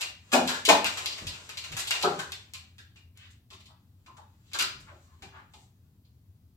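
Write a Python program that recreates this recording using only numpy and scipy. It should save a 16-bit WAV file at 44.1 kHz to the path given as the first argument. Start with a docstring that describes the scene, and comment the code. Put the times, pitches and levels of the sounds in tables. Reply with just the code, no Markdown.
"""A small dog dashes about a tiled living room. Each footfall is a cluster of claw clicks that rings the tile.
Under the footfalls lie thumps and pitched knocks; skids are dense streams of clicks, and there are soft rubs and
two narrow squeaks. The room answers with a short diffuse tail; a few dull bumps come through the hand that
holds the microphones. A low rumble, a wavering hum and a faint hiss lie below."""
import sys
import numpy as np
from scipy import signal
from scipy.fft import rfft, irfft
from scipy.io import wavfile
from scipy.ndimage import uniform_filter1d

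SR = 44100
rng = np.random.default_rng(int(sys.argv[2]) if len(sys.argv) > 2 else 0)


def gain_from_db(level_db):
    """Convert decibel levels to linear amplitude factors (20 dB per decade)."""
    decades = np.asarray(level_db, float) / 20
    return 10 ** decades


def digitize_waveform(pressure):
    """Quantize a signal to 16-bit integers and store it at the path in sys.argv[1].

    Rows of a 2-D input are taken as channels; values are limited to [-1, 1].
    """
    field = np.atleast_2d(pressure).T
    bounded = np.clip(field, -1, 1)
    quanta = np.round(bounded * 32767).astype(np.int16)
    wavfile.write(sys.argv[1], SR, quanta)


N = 289408   # length in samples

# Claws meeting the tiles. Each row: start in seconds, crack level in dB before the room, brightness in dB
# against that level, pitch centre in Hz, peak of the first tick in dB against that level.
CLAW_CONTACTS = [(0.0095, -41.5, 1, 4400, 0), (0.0184, -41.5, -15, 2800, 17.5),
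                 (0.3185, -39.5, -5, 2504, 0.5), (0.3285, -32, -0.5, 1730, -1),
                 (0.3336, -32.5, -31, 2460, 0.5), (0.3454, -36, -5, 1720, -3),
                 (0.4738, -36.5, -2.5, 4000, -3), (0.4878, -35.5, -5, 1830, 1.5),
                 (0.5443, -44, -29, 1750, 0.5), (0.6519, -33.5, 0, 4800, 16),
                 (0.6885, -21.5, -7, 2400, 10.5), (0.6938, -43, -21, 2470, 13), (0.7198, -50, -6, 2450, 21),
                 (0.8445, -36, -9.5, 2780, 18), (0.8594, -34.5, -5.5, 2530, -1.5),
                 (0.9727, -39, -5.5, 2520, 0.5), (1.0595, -37.5, -6.5, 4560, 18),
                 (1.1218, -48, -12, 4760, 0), (1.1794, -48, -7, 2580, 0), (1.2690, -41.5, -4, 4460, 8.5),
                 (1.3394, -54.5, -13.5, 2720, 0), (1.3964, -80, -12, 2610, 15), (1.4925, -48, -6, 2690, 20),
                 (1.5723, -43, -5.5, 4170, 9.5), (1.6407, -47, -9, 2830, 3),
                 (1.7195, -46.5, -6, 2800, -0.5), (1.7674, -39.5, -0.5, 2560, -11),
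                 (1.7894, -40.5, 2.5, 3670, -1), (1.8726, -43, 1.5, 4800, 8), (1.9080, -32, -7.5, 2810, 20),
                 (1.9494, -40.5, -14, 2830, 0), (2.0117, -44.5, -5, 2520, 0),
                 (2.0263, -36.5, -4, 4260, 14.5), (2.1912, -41.5, -7, 1600, 14),
                 (2.3205, -45.5, -6, 3750, 20), (2.5366, -52, 1, 4600, 22.5), (2.5434, -55.5, -1, 4250, 14),
                 (2.548, -55, -17, 2370, -5), (2.7826, -59, -5.5, 3670, 12), (2.9592, -65, -10, 2754, 6),
                 (2.972, -70.5, -15, 2600, 1), (3.1742, -69, 1, 2760, 30), (3.305, -75, 7.5, 4800, -1),
                 (3.5039, -58.5, -6.5, 3470, 2.5), (3.5294, -58.5, -6, 3530, 2.5),
                 (3.5994, -64, -5, 3620, -2), (3.6576, -64, -2, 4900, 12), (4.0622, -63.5, -7.5, 2480, 0.5),
                 (4.1689, -64, -4, 1584, 0), (4.5166, -62, -9, 2480, 2), (4.5336, -44, -5, 4170, 13.5),
                 (4.5461, -42, -8.5, 1540, 4), (4.5885, -35, -2.5, 4600, 16),
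                 (4.5963, -38, -10, 2930, 23.5), (4.6094, -37, -2.5, 2820, 19),
                 (4.6240, -43, -40, 4600, 26), (4.7994, -69.5, 6.5, 3770, -8), (5.2225, -54, -8.5, 2460, 4),
                 (5.5368, -62, -4.5, 3630, 10), (6.0494, -80.5, -15, 4234, 0)]
# Thumps and pitched knocks under the footfalls, low thuds to ringing taps. Each row: start in seconds,
# level in dB before the room, own pitch in Hz, hollow modes in dB against that level.
KNOCKS = [(0.331, -46.5, 920, 11.5), (0.342, -30, 697, -16.5), (0.362, -41.5, 700, -18),
          (0.389, -44, 810, -24), (0.49, -46, 1790, -20), (0.68, -43.5, 307, 2.5), (0.69, -24, 820, -17),
          (0.719, -42, 700, -21.5), (0.776, -53.5, 755, -27), (1.206, -66.5, 200, -7),
          (2.036, -35.5, 750, -11), (2.046, -43, 404, -35), (2.044, -36, 1320, -31), (2.085, -47, 736, -13),
          (2.191, -56, 1520, -20), (2.785, -64.5, 1670, -25), (3.511, -66, 1100, -9.5),
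          (4.073, -63.5, 1020, -16.5), (4.094, -67.5, 980, -29.5), (4.179, -61, 880, -30),
          (4.542, -59, 1600, -37), (4.593, -45, 1315, -22), (4.625, -47, 1390, -21),
          (4.914, -67, 646, -14.5), (5.225, -62.5, 784, -6), (5.539, -66, 833, -13.5)]
# Claws sliding, as a curve. Each row: time in seconds, level in dB before the room.
SKID_LEVEL = [(0.0, -44.5), (0.14, -77), (0.3, -61), (0.38, -51), (0.55, -42), (0.69, -70), (0.93, -45.5),
              (1.25, -51.5), (1.57, -57.5), (1.95, -45.5), (2.3, -56.5), (2.5, -73), (3.3, -87.5),
              (4.53, -74.5), (4.69, -62), (4.8, -68), (5.44, -78), (5.7, -81.5), (6.56, -85)]
# Hollow modes that a knock rings. Each row: pitch in Hz, width in Hz before a small widening, strength in dB.
HOLLOW_MODES = [(149.8, 21, -13), (223, 84, -6), (387.1, 11, -1), (680, 53, 0), (1320, 8, -20),
                (1650, 300, -1)]
# The room's answer along the pitch range. 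Each row: pitch in Hz, level in dB, time to die by 60 dB in seconds,
# likeness of left and right from -1 (opposite) to 1 (the same).
ROOM_ANSWER = [(97, 13, 0.88, 0.98), (163, 9, 0.56, 1), (367, 13.5, 0.4, 1), (700, 2, 0.41, .45),
               (1510, 4, 0.4, -0.3), (1990, -2, 0.46, 0.28), (2800, 1, 0.39, -0.094),
               (4000, 1.5, 0.38, -0.3), (5640, -4.5, 0.37, 0.43), (7655, 4, 0.3, -0.29),
               (9100, -12, 0.17, 0.31), (13100, -4.5, 0.33, 0.17), (16700, -16, 0.3, -.3)]
# Colour of the quiet room. Each row: pitch in Hz, relative level per Hz in dB.
QUIET_COLOUR = [(12, -69), (20, -37), (48, -27), (63, -17.5), (86, -6), (142, -18), (262, -26.5),
                (301, -31), (542, -47.5), (660, -39.5), (718, -43.5), (2020, -55), (4300, -51),
                (8180, -57.5), (16000, -47)]
# Dull bumps through the hand. Each row: start in seconds, noise level in dB before the swell shapes it.
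HAND_BUMPS = [(1.216, -34), (1.26, -45), (1.7, -36.5), (4.741, -45), (4.821, -48.5), (5.202, -47.5)]
# Drags and squeaks: broad soft rubs, and two narrow squeaks near 1030 and 1650 Hz. Each row: start in seconds,
# length in seconds, level in dB before swell and room, centre in Hz, sharpness (centre divided by width)
# of the narrower of two resonances.
DRAGS_AND_SQUEAKS = [(3.144, 0.16, -57.5, 2100, 1.04), (3.673, 0.051, -65, 1000, 2.3),
                     (4.435, 0.13, -66.5, 2800, 0.77), (4.859, 0.055, -55, 970, 0.87),
                     (5.045, .13, -71, 1030, 5.8), (5.099, .05, -75, 1650, 7.1),
                     (5.311, 0.11, -54, 1050, 1.06), (5.505, 0.16, -65, 6000, .7),
                     (4.998, 0.077, -69, 6500, 0.87)]
# What the tiles ring with: each entry is a pitch in Hz.
TILE_PITCHES_HZ = [1450, 1640, 2460, 2780, 3580, 4250, 4800]

QUIET_DB = -58.5   # level of rumble and hiss
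LEFT_LAG_S, LEFT_DB = -0.00015, 1.0   # negative: left is earlier; left is raised and right lowered by this
RING_DB, RING_PER_DULLNESS, RING_TOP_DB = -26, 2.2, -4   # duller contacts ring the tile more, up to a limit
TILE_Q, MODE_REACH_OCT = 7.5, 0.22   # sharpness of each ring filter; how far from its centre a contact excites modes
PAD_DB, PAD_DB_PER_OCT = -19.5, -0.5   # pad's share of a footfall; higher contacts carry less of it
CLUSTER_S, CRACK_LOW_SHARE = 0.0067, 0.56   # fade time of the clicks; crack starts at this share of the centre
KNOCK_S, KNOCK_WIDTH_HZ = 0.0084, 330.0   # fade time of a blow; width of each filter at its own pitch


def in_time(rows):
    """Read the columns of a curve at every sample."""
    s, *columns = np.transpose(rows)
    return [np.interp(np.arange(N) / SR, s, c) for c in columns]


def at_hz(rows, hz, column):
    """Read one column of a table, sliding between rows by musical distance."""
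    rows = np.array(rows)
    return np.interp(np.log(hz), np.log(rows[:, 0]), rows[:, column])


def rms_one(x):
    """Scale to an average strength (rms) of one."""
    return x / np.sqrt(np.mean(x ** 2) + 1e-20)


def band(x, low_hz, high_hz):
    """Keep the range between two pitches with a Butterworth filter."""
    sections = signal.butter(2, [low_hz, min(high_hz, SR / 2.1)], "band", fs=SR, output="sos")
    return signal.sosfilt(sections, x)


def resonance(x, hz, width_hz):
    """Ring at one pitch: a two-pole filter with a gain of about one at its peak."""
    r = np.exp(-np.pi * width_hz / SR)
    return signal.lfilter(np.array([1, 0, -1]) * (1 - r * r) / 2, [1, -2 * r * np.cos(2 * np.pi * hz / SR), r * r], x)


def clicks(size, per_s, spread_db):
    """Scatter random clicks of uneven size and sign."""
    chance, sign, luck = rng.random((3, size))
    height = gain_from_db(-spread_db * np.log(luck + 0.031))
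    return (chance < per_s / SR) * np.sign(sign - 0.5) * height


def add(track, piece, s):
    """Mix a piece into a track at a time in seconds."""
    i = round(s * SR)
    track[i:i + len(piece)] += piece[:N - i]


def contact(length_s, per_s, first):
    """A touch: a first click, then a cluster that dies away, with its colour kept even."""
    t = np.arange(4096) / SR
    cluster = clicks(len(t), per_s, 0.77) * np.exp(-t / np.clip(length_s, 0.0005, 0.05))
    cluster[0] = first
    spectrum = rfft(cluster)
    smooth_power = uniform_filter1d(abs(spectrum) ** 2, size=30)
    return irfft(spectrum / np.sqrt(smooth_power)) * (t < 0.05)


def noise_bands(size):
    """Third-octave bands of stereo noise, as alike left and right as the room makes them."""
    edges = 20 * 2 ** (np.arange(30) / 3)
    white = rng.standard_normal((2, 2, size))
    for k, (low, high) in enumerate(zip(edges, edges[1:])):
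        # neighbouring bands take turns between two separate noises
        mid, side = band(white[k % 2], low, high)
        hz = np.sqrt(low * high)
        alike = np.clip(at_hz(ROOM_ANSWER, hz, column=3), -1, 1)
        yield hz, np.sqrt(1 + alike) * mid + np.sqrt(1 - alike) * side * [[1], [-1]]


def skid():
    """Claws dragging over the glaze make dense small clicks."""
    level_db, = in_time(SKID_LEVEL)
    return gain_from_db(level_db) * rms_one(band(clicks(N, 2200.0, 4.0), 690, 8500))


def quiet_room(hum_hz=84.0, hum_width_hz=13.0, hum_db=-6.0):
    """Noise through narrow resonances wavers as a low hum, over coloured noise for rumble and hiss."""
    hum = resonance(rng.standard_normal(N), hum_hz, hum_width_hz)
    hum = resonance(hum, hum_hz, 2 * hum_width_hz)
    hiss = sum(gain_from_db(at_hz(QUIET_COLOUR, hz, column=1)) * noise for hz, noise in noise_bands(N))
    return gain_from_db(QUIET_DB) * (rms_one(hiss) + gain_from_db(hum_db) * rms_one(hum))


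def tile_ring(hit, centre_hz):
    """The tile modes near the pitch centre of a contact ring most."""
    ring = 0
    for hz in TILE_PITCHES_HZ:
        share = np.exp(-(np.log2(hz / centre_hz) / MODE_REACH_OCT) ** 2)
        ring = ring + share * resonance(resonance(hit, hz, hz / TILE_Q), hz, hz / TILE_Q)
    return rms_one(ring * 1e6)   # lifted first so that even a tiny ring reaches full strength


def footfalls():
    """Claw clicks: one cluster heard as crack, soft pad and bright edge, plus the ring of the tile."""
    out = np.zeros(N)
    for s, level_db, bright_db, centre_hz, _ in CLAW_CONTACTS:
        hit = contact(CLUSTER_S, 1800.0, 1.3)
        crack = rms_one(band(hit, CRACK_LOW_SHARE * centre_hz, 5680))
        ring_db = min(RING_DB - RING_PER_DULLNESS * bright_db, RING_TOP_DB)
        ring = gain_from_db(ring_db) * tile_ring(hit, centre_hz)
        pad_db = PAD_DB + PAD_DB_PER_OCT * np.log2(centre_hz / TILE_PITCHES_HZ[2])
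        pad = gain_from_db(pad_db) * rms_one(band(band(hit, 670, 2400), 670, 2400))
        bright = gain_from_db(bright_db) * rms_one(band(hit, 3900, 11600))
        add(out, gain_from_db(level_db) * (crack + ring + pad + bright), s)
    return out


def ticks():
    """The first claw of a footfall: a very short broad click without room, earlier in the left microphone."""
    out = np.zeros(N)
    for s, level_db, _, centre_hz, tick_db in CLAW_CONTACTS:
        tick = band(contact(0.0019, 7800.0, 1.5), centre_hz / 2.2, 9500.0)
        add(out, gain_from_db(level_db + tick_db) * tick / abs(tick).max(), s)
    lags = (np.round(LEFT_LAG_S * SR), 0)   # left and right, in samples
    return np.array([np.interp(np.arange(N) - lag, np.arange(N), out) for lag in lags])


def thumps_and_knocks():
    """A short blow sounds at its own pitch and rings the hollow modes."""
    out = np.zeros(N)
    for s, level_db, pitch_hz, modes_db in KNOCKS:
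        blow = contact(KNOCK_S, 1200.0, 1.1)
        modes = 0
        for k, (hz, width_hz, db) in enumerate(HOLLOW_MODES):
            # every other mode is turned upside down
            modes = modes + gain_from_db(db) * resonance(blow, hz, width_hz + 6.3) * (-1) ** k
        own = resonance(resonance(blow, pitch_hz, KNOCK_WIDTH_HZ), pitch_hz, KNOCK_WIDTH_HZ)
        hollow = gain_from_db(modes_db) * rms_one(band(modes, 130, 1200))
        add(out, gain_from_db(level_db) * (rms_one(own) + hollow), s)
    return out


def bumps():
    """Bumps felt through the hand: short swells of low noise."""
    out = np.zeros(N)
    t = np.arange(8192) / SR
    swell = t / 0.033 * np.exp(-t / 0.031)
    for s, level_db in HAND_BUMPS:
        low_noise = rms_one(band(rng.standard_normal(len(t)), 39, 158))
        add(out, gain_from_db(level_db) * low_noise * swell, s)
    return out


def drags_and_squeaks():
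    """Fine grains swell and fade through two resonances: broad ones rub softly, narrow ones squeak."""
    out = np.zeros(N)
    t = np.arange(SR // 3) / SR
    for s, length_s, level_db, centre_hz, sharpness in DRAGS_AND_SQUEAKS:
        grains = clicks(len(t), 6300.0, 2.0)
        width_hz = centre_hz / max(sharpness, 0.3)
        rub = rms_one(resonance(resonance(grains, centre_hz, width_hz), centre_hz, 2 * width_hz))
        swell = np.sin(np.pi * np.clip(t / length_s, 0, 1))
        add(out, gain_from_db(level_db) * rub * swell, s)
    return out


def one_place(direct_db=-9.5, build_s=0.0016, early_db=-1.5, early_s=0.0078):
    """The room's answer to one spot: direct sound, then reflections that thicken and die band by band."""
    t, tail = np.arange(SR // 2) / SR, 0
    # near walls answer first and strongest
    early = (1 - np.exp(-t / build_s)) * (1 + gain_from_db(early_db) * np.exp(-t / early_s))
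    for hz, noise in noise_bands(len(t)):
        shape = early * gain_from_db(-60 * t / at_hz(ROOM_ANSWER, hz, column=2))
        energy = np.sqrt(np.mean(shape ** 2) * hz / SR)   # every spot returns the same energy in a band
        tail = tail + gain_from_db(at_hz(ROOM_ANSWER, hz, column=1)) * energy * rms_one(shape * noise)
    # 64 samples of lead leave space for the earlier left side
    answer = np.roll(tail / np.sqrt(SR / 26), 64, axis=1)
    hz = np.arange(1, 258) * SR / 512
    lag_s = 64 / SR + np.array([[LEFT_LAG_S], [0]])
    direct_gain = gain_from_db(direct_db + at_hz(ROOM_ANSWER, hz, column=1))
    answer[:, :512] += irfft(direct_gain * np.exp(-2j * np.pi * hz * lag_s))
    return answer


def room(x, count=5, stay_s=0.1):
    """The dog keeps moving, so the sound passes smoothly from one spot to the next, round and round."""
    path = np.arange(N) / (stay_s * SR)
    out = 0
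    for k in range(count):
        away = np.minimum(abs((path - k + count / 2) % count - count / 2), 1)
        here = x * np.cos(np.pi / 2 * away)
        out = out + signal.oaconvolve(here[None], one_place(), axes=1)
    return out[:, 64:N + 64]   # takes the 64 samples of lead off again


def scene():
    """The dog in the room, with the roomless ticks and bumps on top."""
    return room(footfalls() + thumps_and_knocks() + skid() + drags_and_squeaks()) + ticks() + bumps()


def suppressor(x, knee_db=-96.0, depth_db=-3.0, low_hz=450.0):
    """Noise suppression: above low_hz, faint bands are turned down by up to 3 dB, which thins the tails."""
    hz, t, z = signal.stft(x, SR, nperseg=512)
    power = uniform_filter1d(np.mean(abs(z) ** 2, axis=0), size=12, axis=0)   # smooth over pitch
    power = uniform_filter1d(power, size=5, axis=1)   # smooth over time
    open_share = power ** 2 / (power ** 2 + gain_from_db(4 * knee_db))
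    gain = np.where(hz[:, None] < low_hz, 1, gain_from_db(depth_db * (1 - open_share)))
    return signal.istft(z * gain, SR, nperseg=512)[1][:, :N]


def low_pass(x):
    """Removes everything above the highest recorded frequency."""
    return signal.sosfilt(signal.butter(12, 16150, fs=SR, output="sos"), x)


def record(dry):
    """Suppress noise, add the steady quiet room, tilt the balance to the left and round off the peaks."""
    heard = (suppressor(dry) + quiet_room()) * gain_from_db([[LEFT_DB], [-LEFT_DB]])
    mix = np.tanh(heard)
    return low_pass(mix)


dry = scene()
out = record(dry)
digitize_waveform(out)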